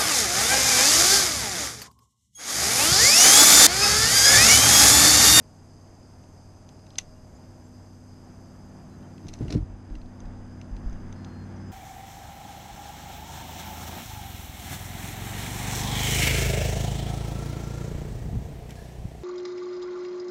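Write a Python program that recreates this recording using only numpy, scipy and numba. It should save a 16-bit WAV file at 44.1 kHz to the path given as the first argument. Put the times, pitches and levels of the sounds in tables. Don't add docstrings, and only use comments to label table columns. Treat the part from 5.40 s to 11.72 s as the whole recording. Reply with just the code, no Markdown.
import sys
import numpy as np
from scipy import signal
from scipy.fft import rfft, irfft
from scipy.io import wavfile
from scipy.ndimage import uniform_filter1d
from numba import njit

SR = 44100
rng = np.random.default_rng(int(sys.argv[2]) if len(sys.argv) > 2 else 0)


def unload_audio(sound):
    columns = np.transpose(np.atleast_2d(sound))
    steps = np.round(np.clip(columns, -1, 1) * 32767)
    wavfile.write(sys.argv[1], SR, steps.astype(np.int16))


def level_to_linear(level):
    exponent = np.asarray(level, float) / 20
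    return 10 ** exponent


N = 278712
TIME = np.arange(N) / SR


@njit
def svf(x, hz, width):
    y, b, l = np.empty(len(x)), 0., 0.
    g, k = np.tan(np.pi * hz / SR), width / hz
    for i in range(len(x)):
        v = (b + g * (x[i] + 1e-18 - l)) / (1 + g * (g + k))
        b, l, y[i] = 2 * v - b, l + 2 * g * v, k * v
    return y


def ring(x, modes):
    out = 0
    for k, (hz, width, db) in enumerate(modes):
        out = out + (-1) ** k * level_to_linear(db) * svf(x, 1. * hz, 1. * width)
    return out


def unit(x):
    return x / np.sqrt(np.mean(x ** 2))


def curve(rows, column=1):
    rows = np.asarray(rows)
    return np.interp(TIME, rows[:, 0], rows[:, column])


def walk(rate):
    hold = int(SR / rate)
    steps = np.repeat(rng.standard_normal(N // hold + 1), hold)
    return 1.3 * uniform_filter1d(uniform_filter1d(steps, hold), hold)[:N]


def coloured(shape):
    hz, db = np.transpose(shape)
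    log_hz = np.log(np.arange(N // 2 + 1) * SR / N + 1)
    gain = level_to_linear(np.interp(log_hz, np.log(hz), db))
    return unit(irfft(rfft(rng.standard_normal(N)) * gain, N))


# [t/s, level/dB, push length/ms]
HULL_BLOWS = [(3.857, -28.5, 4.9), (4.008, -17.5, 3.2), (4.0168, -29, 2.4), (4.054, -27, 2.56),
              (4.08, -22, 8.8), (4.102, -24, 3), (4.123, -26.5, 1.9), (4.136, -20.5, 6.2),
              (4.143, -30, 1.85), (4.151, -13, 2.54), (4.1573, -10, 4.75), (4.167, -14.5, 4.3),
              (4.174, -22, 4)]
# [first t/s, gap/s, level/dB, push length/ms]
BUTT_ROCKING = [
    (4.024, 0.0081, -21, 7.1),
    (4.183, .0212, -18, 9.9),
]
# [f/Hz, width/Hz, level/dB]
HULL_MODES = [(49.4, 28, -14), (106, 33, -8), (151, 95, -7), (310, 31, 8.5), (425, 48, -9),
              (620, 150, -12.5)]


def blows():
    rocks = [(s + k * gap, db, ms) for s, gap, db, ms in BUTT_ROCKING for k in (0, 1, 2)]
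    push = np.zeros(N)
    for s, db, ms in HULL_BLOWS + rocks:
        shape = np.hanning(int(ms * SR / 1000) + 2)
        i = int(s * SR)
        push[i:i + len(shape)] += level_to_linear(db) * shape
    mount = push - uniform_filter1d(push, size=700)
    return mount + ring(push, HULL_MODES)


# [t/s, peak level/dB, f/Hz, swell time/s]
HULL_WOBBLES = [(1.58, -49, 20, 0.094), (3.86, -40, 22, 0.036), (4.288, -36.5, 43, 0.031),
                (4.504, -28.5, 39, 0.018), (4.569, -29.5, 35, 0.0091), (4.621, -37, 21, 0.024),
                (4.809, -36, 40, 0.047), (4.842, -28, 36, 0.023), (4.96, -43, 18, 0.046),
                (5.311, -27, 42, 0.02), (5.39, -40, 51.6, 0.056), (5.458, -20.5, 38, 0.0094),
                (5.519, -29, 19.7, 0.019), (5.602, -36.5, 22, 0.038), (5.7, -42, 21, 0.014)]


def wobbles():
    out = np.zeros(N)
    for s, db, hz, swell_s in HULL_WOBBLES:
        t = np.clip(TIME - s, 0, None)
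        swell = t / swell_s * np.exp(1 - t / swell_s)
        out += level_to_linear(db) * swell * np.sin(2 * np.pi * hz * t)
    return out


# [loudest t/s, level/dB]
GEAR_SHIFTS = [
    (3.85, -47),
    (4.018, -39.5),
    (4.129, -37),
    (4.52, -48),
]


def gear():
    rise_db_per_s, fall_db_per_s = 336, 161
    shift = 0
    for s, db in GEAR_SHIFTS:
        slope_db = np.minimum(rise_db_per_s * (TIME - s), fall_db_per_s * (s - TIME))
        shift = shift + level_to_linear(db + slope_db)
    return shift * unit(ring(rng.standard_normal(N), HULL_MODES))


def burst(start, db, hold_s, t60):
    t = TIME - start
    decay_db = -60 * np.clip(t - hold_s, 0, None) / t60
    return level_to_linear(db + decay_db) * np.clip(t / 0.0026, 0, 1)


# [t/s, level/dB, hold/s, dying t60/s]
BUTT_SLIDES = [
    (3.865, -65, 0.06, .012),
    (3.93, -54, 0.012, 0.072),
    (3.96, -70, 0.08, .012),
    (4.079, -54, 0.022, .012),
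    (4.101, -43, .008, 0.077),
    (4.121, -42.5, .01, 0.13),
]
# [f/Hz, level/dB per Hz]
GRIT_COLOUR = [(350, -36), (600, -1), (821, -19.5), (2590, -12.5), (2980, -25), (4240, -12), (4710, -20),
               (5300, -13.5), (11000, -41), (13600, -75)]


def scrape():
    catching = level_to_linear(4 * walk(260))
    return sum(burst(*row) for row in BUTT_SLIDES) * coloured(GRIT_COLOUR) * catching


# [t/s, peak level/dB, middle ring level/dB, upper ring level/dB], rings against the peak
TACKLE_TICKS = [(0.8374, -61, -6, 0), (1.3932, -64, 2, 0), (1.466, -53, -4, 2), (1.5045, -55.5, 4, 3),
                (1.5343, -56, -6, -10), (1.6074, -56, -3, 2), (2.0394, -58, -7, -8), (3.6262, -56, -11, -8),
                (3.7793, -51.5, -1.5, -12), (3.8686, -52, -6, 1), (3.8834, -46.5, -2, 8),
                (3.8871, -40, -3, -7), (3.9374, -41, -2, 6), (3.9884, -54, -2, 2),
                (4.0816, -39.5, -16, -10), (4.1046, -45, 4, 6), (4.1324, -43, -12, -14),
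                (4.5524, -42.5, -6.5, -3), (4.6154, -54.5, -1, -5), (4.8564, -58, -3, -8),
                (5.214, -46, -7, -2), (5.3657, -49, -2, -13), (5.4959, -57, -8, 6), (5.5288, -52, -19, 3),
                (5.726, -46, -9, -1), (5.8463, -48, -2, 3)]
# [t/s, peak level/dB, middle ring level/dB, upper ring level/dB, rattle length/ms]
REEL_ENGAGING = [
    (1.5818, -46, 0, 6, 3),
    (1.5835, -37, -4, 2, 0.8),
    (1.5848, -26, -3, 6, 1.3),
    (1.5868, -30, -2, 0, 2),
]
MORE_TICKS = [(1.2895, -57, 5, 11, 1.8), (1.556, -47, 1, -1, 1.2), (1.6, -53, 0, -1, 1.5),
              (4.1249, -45, 14, 5, 1.1), (4.147, -42, -11, -16, 1.4), (4.5, -57, -8, -12, 1),
              (4.659, -71, 10, -8, 1.1), (4.803, -49, -10, 6, 1.4)]
# [f/Hz, width/Hz, level/dB]
TICK_MODES = [
    [(760, 69, -4), (1130, 140, -9.5), (1630, 410, -13), (1980, 130, 0), (2750, 400, -2)],
    [(3500, 1130, -2.5), (4240, 170, 7), (4640, 1400, -3.5)],
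    [(5770, 760, -10), (6270, 430, 3), (7440, 600, -11.5), (8980, 560, -19), (10100, 340, -15.5)],
]


def tackle(snap_db=8, tail_db=-23, tail_s=0.017, top_hz=11500):
    hard_snap_db, soft_attack_ms, tick_ms = 17.5, 0.83, 1.5
    drive = np.zeros((3, N))
    t = np.arange(4500) / SR
    taps = [(*row, tick_ms) for row in TACKLE_TICKS] + REEL_ENGAGING + MORE_TICKS
    grains = rng.standard_normal((len(taps), len(t)))
    for (s, db, mid_db, top_db, ms), grain in zip(taps, grains):
        rattle = np.exp(-t * 1000 / np.clip(ms, .2, 8))
        snap = grain * (rattle + level_to_linear(tail_db) * np.exp(-t / tail_s))
        if db > -32:
            snap[0] = level_to_linear(hard_snap_db)
        else:
            snap *= np.clip(t * 1000 / soft_attack_ms + .3, 0, 1)
            snap[int(soft_attack_ms * SR / 2000)] = level_to_linear(snap_db)
        if db < -41:
            snap = np.convolve(snap, [.3, .4, .3])[:len(t)]
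        i = int(s * SR)
        drive[:, i:i + len(t)] += level_to_linear(db + np.array([[0], [mid_db], [top_db]])) * snap
    rings = level_to_linear(13.0) * sum(ring(x, modes) for x, modes in zip(drive, TICK_MODES))
    return signal.sosfilt(signal.butter(4, top_hz, fs=SR, output="sos"), rings)


# [t/s, nearness level/dB, fading of the fifth order level/dB]
ENGINE_APPROACH = [(0, -8.5, -2.5), (.6, -8, -1.5), (1.1, -7, -1), (1.7, -7, -5), (2.25, -6.5, 0.5),
                   (2.9, -5, -1.5), (3.7, -2.5, -4.5), (4.15, -4, 5.5), (4.55, -4, -1.5), (4.9, -2, 0.5),
                   (5.4, -0.5, 0), (6.32, 1, 2.5)]
# [t/s, turning f/Hz]
SHAFT_SPEED = [(0, 19.235), (6.32, 19.065)]
# [order of the turn, level/dB against the others, extra rise/dB per s as it nears]
SHAFT_ORDERS = [(3, -9.5, 1.5), (7, -14, -0.5), (8, -9.5, 0), (10, -5, 0.5), (11, -10.5, 2.5),
                (12, -13, 0.15), (13, -5.5, 0.16), (15, -18.5, 0.5), (16, -18, -0.5), (18, -13.5, 0.5)]
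# [t/s, level/dB]
SECOND_MOTOR = [(0, -66), (.8, -70), (1.2, -68), (1.7, -63.5), (2.3, -67), (2.6, -80), (4.5, -86),
                (6.32, -68)]
# [f/Hz, level/dB per Hz]
LOW_ROAR = [(30, -20), (50, -9), (70, 0.5), (120, -6.5), (240, -8), (330, -10), (430, -14), (800, -15),
            (1200, -23), (2000, -31.5), (4000, -42.5), (5500, -72)]
# [f/Hz, level/dB per Hz]
HIGH_ROAR = [(300, -18), (500, -6.5), (900, -2), (1700, 2.5), (2300, -12), (3500, -16), (5000, -61)]


def engine(shimmer_db=1.5):
    turn = 2 * np.pi * np.cumsum(curve(SHAFT_SPEED)) / SR
    nearness_db = curve(ENGINE_APPROACH)

    def heard(db, slope):
        return level_to_linear(db + slope * nearness_db)

    starts = rng.uniform(0, 2 * np.pi, len(SHAFT_ORDERS))
    orders = 0
    for (order, db, rise), start in zip(SHAFT_ORDERS, starts):
        gain = level_to_linear(db + rise * (TIME - 6.5) + shimmer_db * walk(1.46))
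        orders = orders + gain * np.sin(round(order) * turn + start)
    firing = level_to_linear(curve(ENGINE_APPROACH, column=2)) * np.sin(5 * turn)
    whine = level_to_linear(curve(SECOND_MOTOR)) * np.sin(2 * np.pi * 629.5 * TIME)
    tones = heard(-44.5, 0.85) * firing + heard(-43.5, 1.37) * orders + whine
    roar = heard(-47.5, 0.81) * coloured(LOW_ROAR) + heard(-61, 2.14) * coloured(HIGH_ROAR)
    return np.sqrt(2) * tones + level_to_linear(0.9 * walk(11)) * roar


# [t/s, length/s, start f/Hz, end f/Hz, level/dB]
BIRD_WHISTLES = [(1.75, .035, 2850, 2800, -76), (1.945, .03, 5800, 7350, -68),
                 (2.235, .037, 7100, 7500, -71), (4.03, .028, 6900, 7350, -72), (3.5, .06, 4080, 4050, -75),
                 (3.63, .03, 3120, 3080, -75), (5.55, .04, 3000, 2650, -73), (5.75, .298, 4250, 4215, -69),
                 (6.16, .018, 6200, 5500, -66), (6.19, .17, 5130, 4960, -66),
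                 (6.272, .028, 6700, 7250, -70)]


def birds():
    swell_db_per_s, echo_s, echo_db = 28, 0.17, -14
    out = np.zeros(N)
    for start, length, from_hz, to_hz, db in BIRD_WHISTLES:
        u = np.clip((TIME - start) / length, 0, 1)
        bend = .45 if to_hz > from_hz else 1
        hz = from_hz + (to_hz - from_hz) * u ** bend
        swell_db = swell_db_per_s * length * (u - .6)
        envelope = level_to_linear(db + swell_db) * np.sin(np.pi * u) ** 0.12
        out += np.sqrt(2) * envelope * np.sin(2 * np.pi * np.cumsum(hz) / SR)
    lag = int(echo_s * SR)
    return out + level_to_linear(echo_db) * np.pad(out, (lag, 0))[:N]


def chorus(hz, spread_hz, width_hz, beat_hz, depth, count=6):
    out = 0
    for pitch, pace, start in rng.standard_normal((count, 3)):
        stroke = 2 * np.pi * beat_hz * (1 + 0.02 * pace) * TIME + 3 * start
        gate = (1 + depth * np.sin(stroke)) * (1 + depth * np.sin(3 * stroke))
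        wing = (hz + spread_hz * pitch, 1. * width_hz)
        out = out + level_to_linear(walk(3.5)) * svf(svf(gate * rng.standard_normal(N), *wing), *wing)
    return unit(out)


def throb(depth_db=5.5, rise=.15, hold=.45):
    period_s, start_s = .342, .286
    u = (TIME - start_s) / period_s % 1
    return level_to_linear(depth_db * (np.interp(u, [0, rise, hold, 1], [0.93, 0.84, 0.57, 0.38]) - 0.94))


# [t/s, level/dB]
LOW_CHORUS = [(0, -67.5), (.5, -67), (1.2, -67.5), (2.05, -67.5), (2.5, -67.5), (2.9, -67.5), (3.6, -68.5),
              (5, -66.5), (6.32, -67)]


def insects():
    low = chorus(hz=4967, spread_hz=100, width_hz=500, beat_hz=65.0, depth=0.21)
    high = chorus(hz=6177, spread_hz=85, width_hz=410, beat_hz=47.5, depth=0.12)
    return level_to_linear(curve(LOW_CHORUS)) * throb() * low + level_to_linear(-72.5) * high


# [f/Hz, level/dB per Hz]
MARSH_HISS = [(1500, -22), (2500, -6.5), (4000, -12), (5600, -12), (6500, 1.5), (7500, -2), (8900, -5),
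              (9800, -13), (11300, -8.5), (12500, -10), (13700, -20)]


def hiss():
    return level_to_linear(-72) * coloured(MARSH_HISS)


# [f/Hz, level/dB per Hz]
WATER_SWAY = [(8, -19), (15, 6), (30, 8), (55, 7), (80, -37)]


def sway():
    return level_to_linear(-60) * coloured(WATER_SWAY)


def duck():
    since = np.clip(TIME - 4.1, 0, None)
    attack_s, recover_s = 0.019, 1.44
    return level_to_linear(-5.5 * (1 - np.exp(-since / attack_s)) * np.exp(-since / recover_s))


def scene():
    close = blows() + wobbles() + gear() + scrape() + tackle()
    marsh = level_to_linear(0.9) * duck() * (insects() + hiss())
    return (close + engine() + birds() + marsh + sway())[None]


# [f/Hz, open threshold level/dB, shut threshold level/dB], over each line's usual size
TREBLE_GATE = [(3000, -30, -30), (3900, -6, -6), (4500, -30, -30), (8300, -14, -14), (9700, 1, 1),
               (11200, -1, -1), (12000, 1, 2), (12600, 3, 9), (13000, 4, 16), (13700, 8, 24)]


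def gate_treble(x):
    hz, s, lines = signal.stft(x, SR, window="cosine", nperseg=1536)
    edge_hz, open_db, shut_db = np.transpose(TREBLE_GATE)
    is_open = 1. * (s > 1.58) * (s < 3.95)
    gate_db = np.outer(np.interp(hz, edge_hz, open_db), is_open)
    gate_db += np.outer(np.interp(hz, edge_hz, shut_db), 1 - is_open)
    usual = np.median(abs(lines), axis=-1, keepdims=True)
    keep = abs(lines) > level_to_linear(gate_db) * usual
    return signal.istft(lines * keep, SR, window="cosine", nperseg=1536)[1][:, :N]


def top_cut(x):
    return signal.sosfilt(signal.butter(12, 13700, fs=SR, output="sos"), x)


def record(dry):
    mix = gate_treble(dry)
    return top_cut(mix)


dry = scene()
out = record(dry)
unload_audio(out)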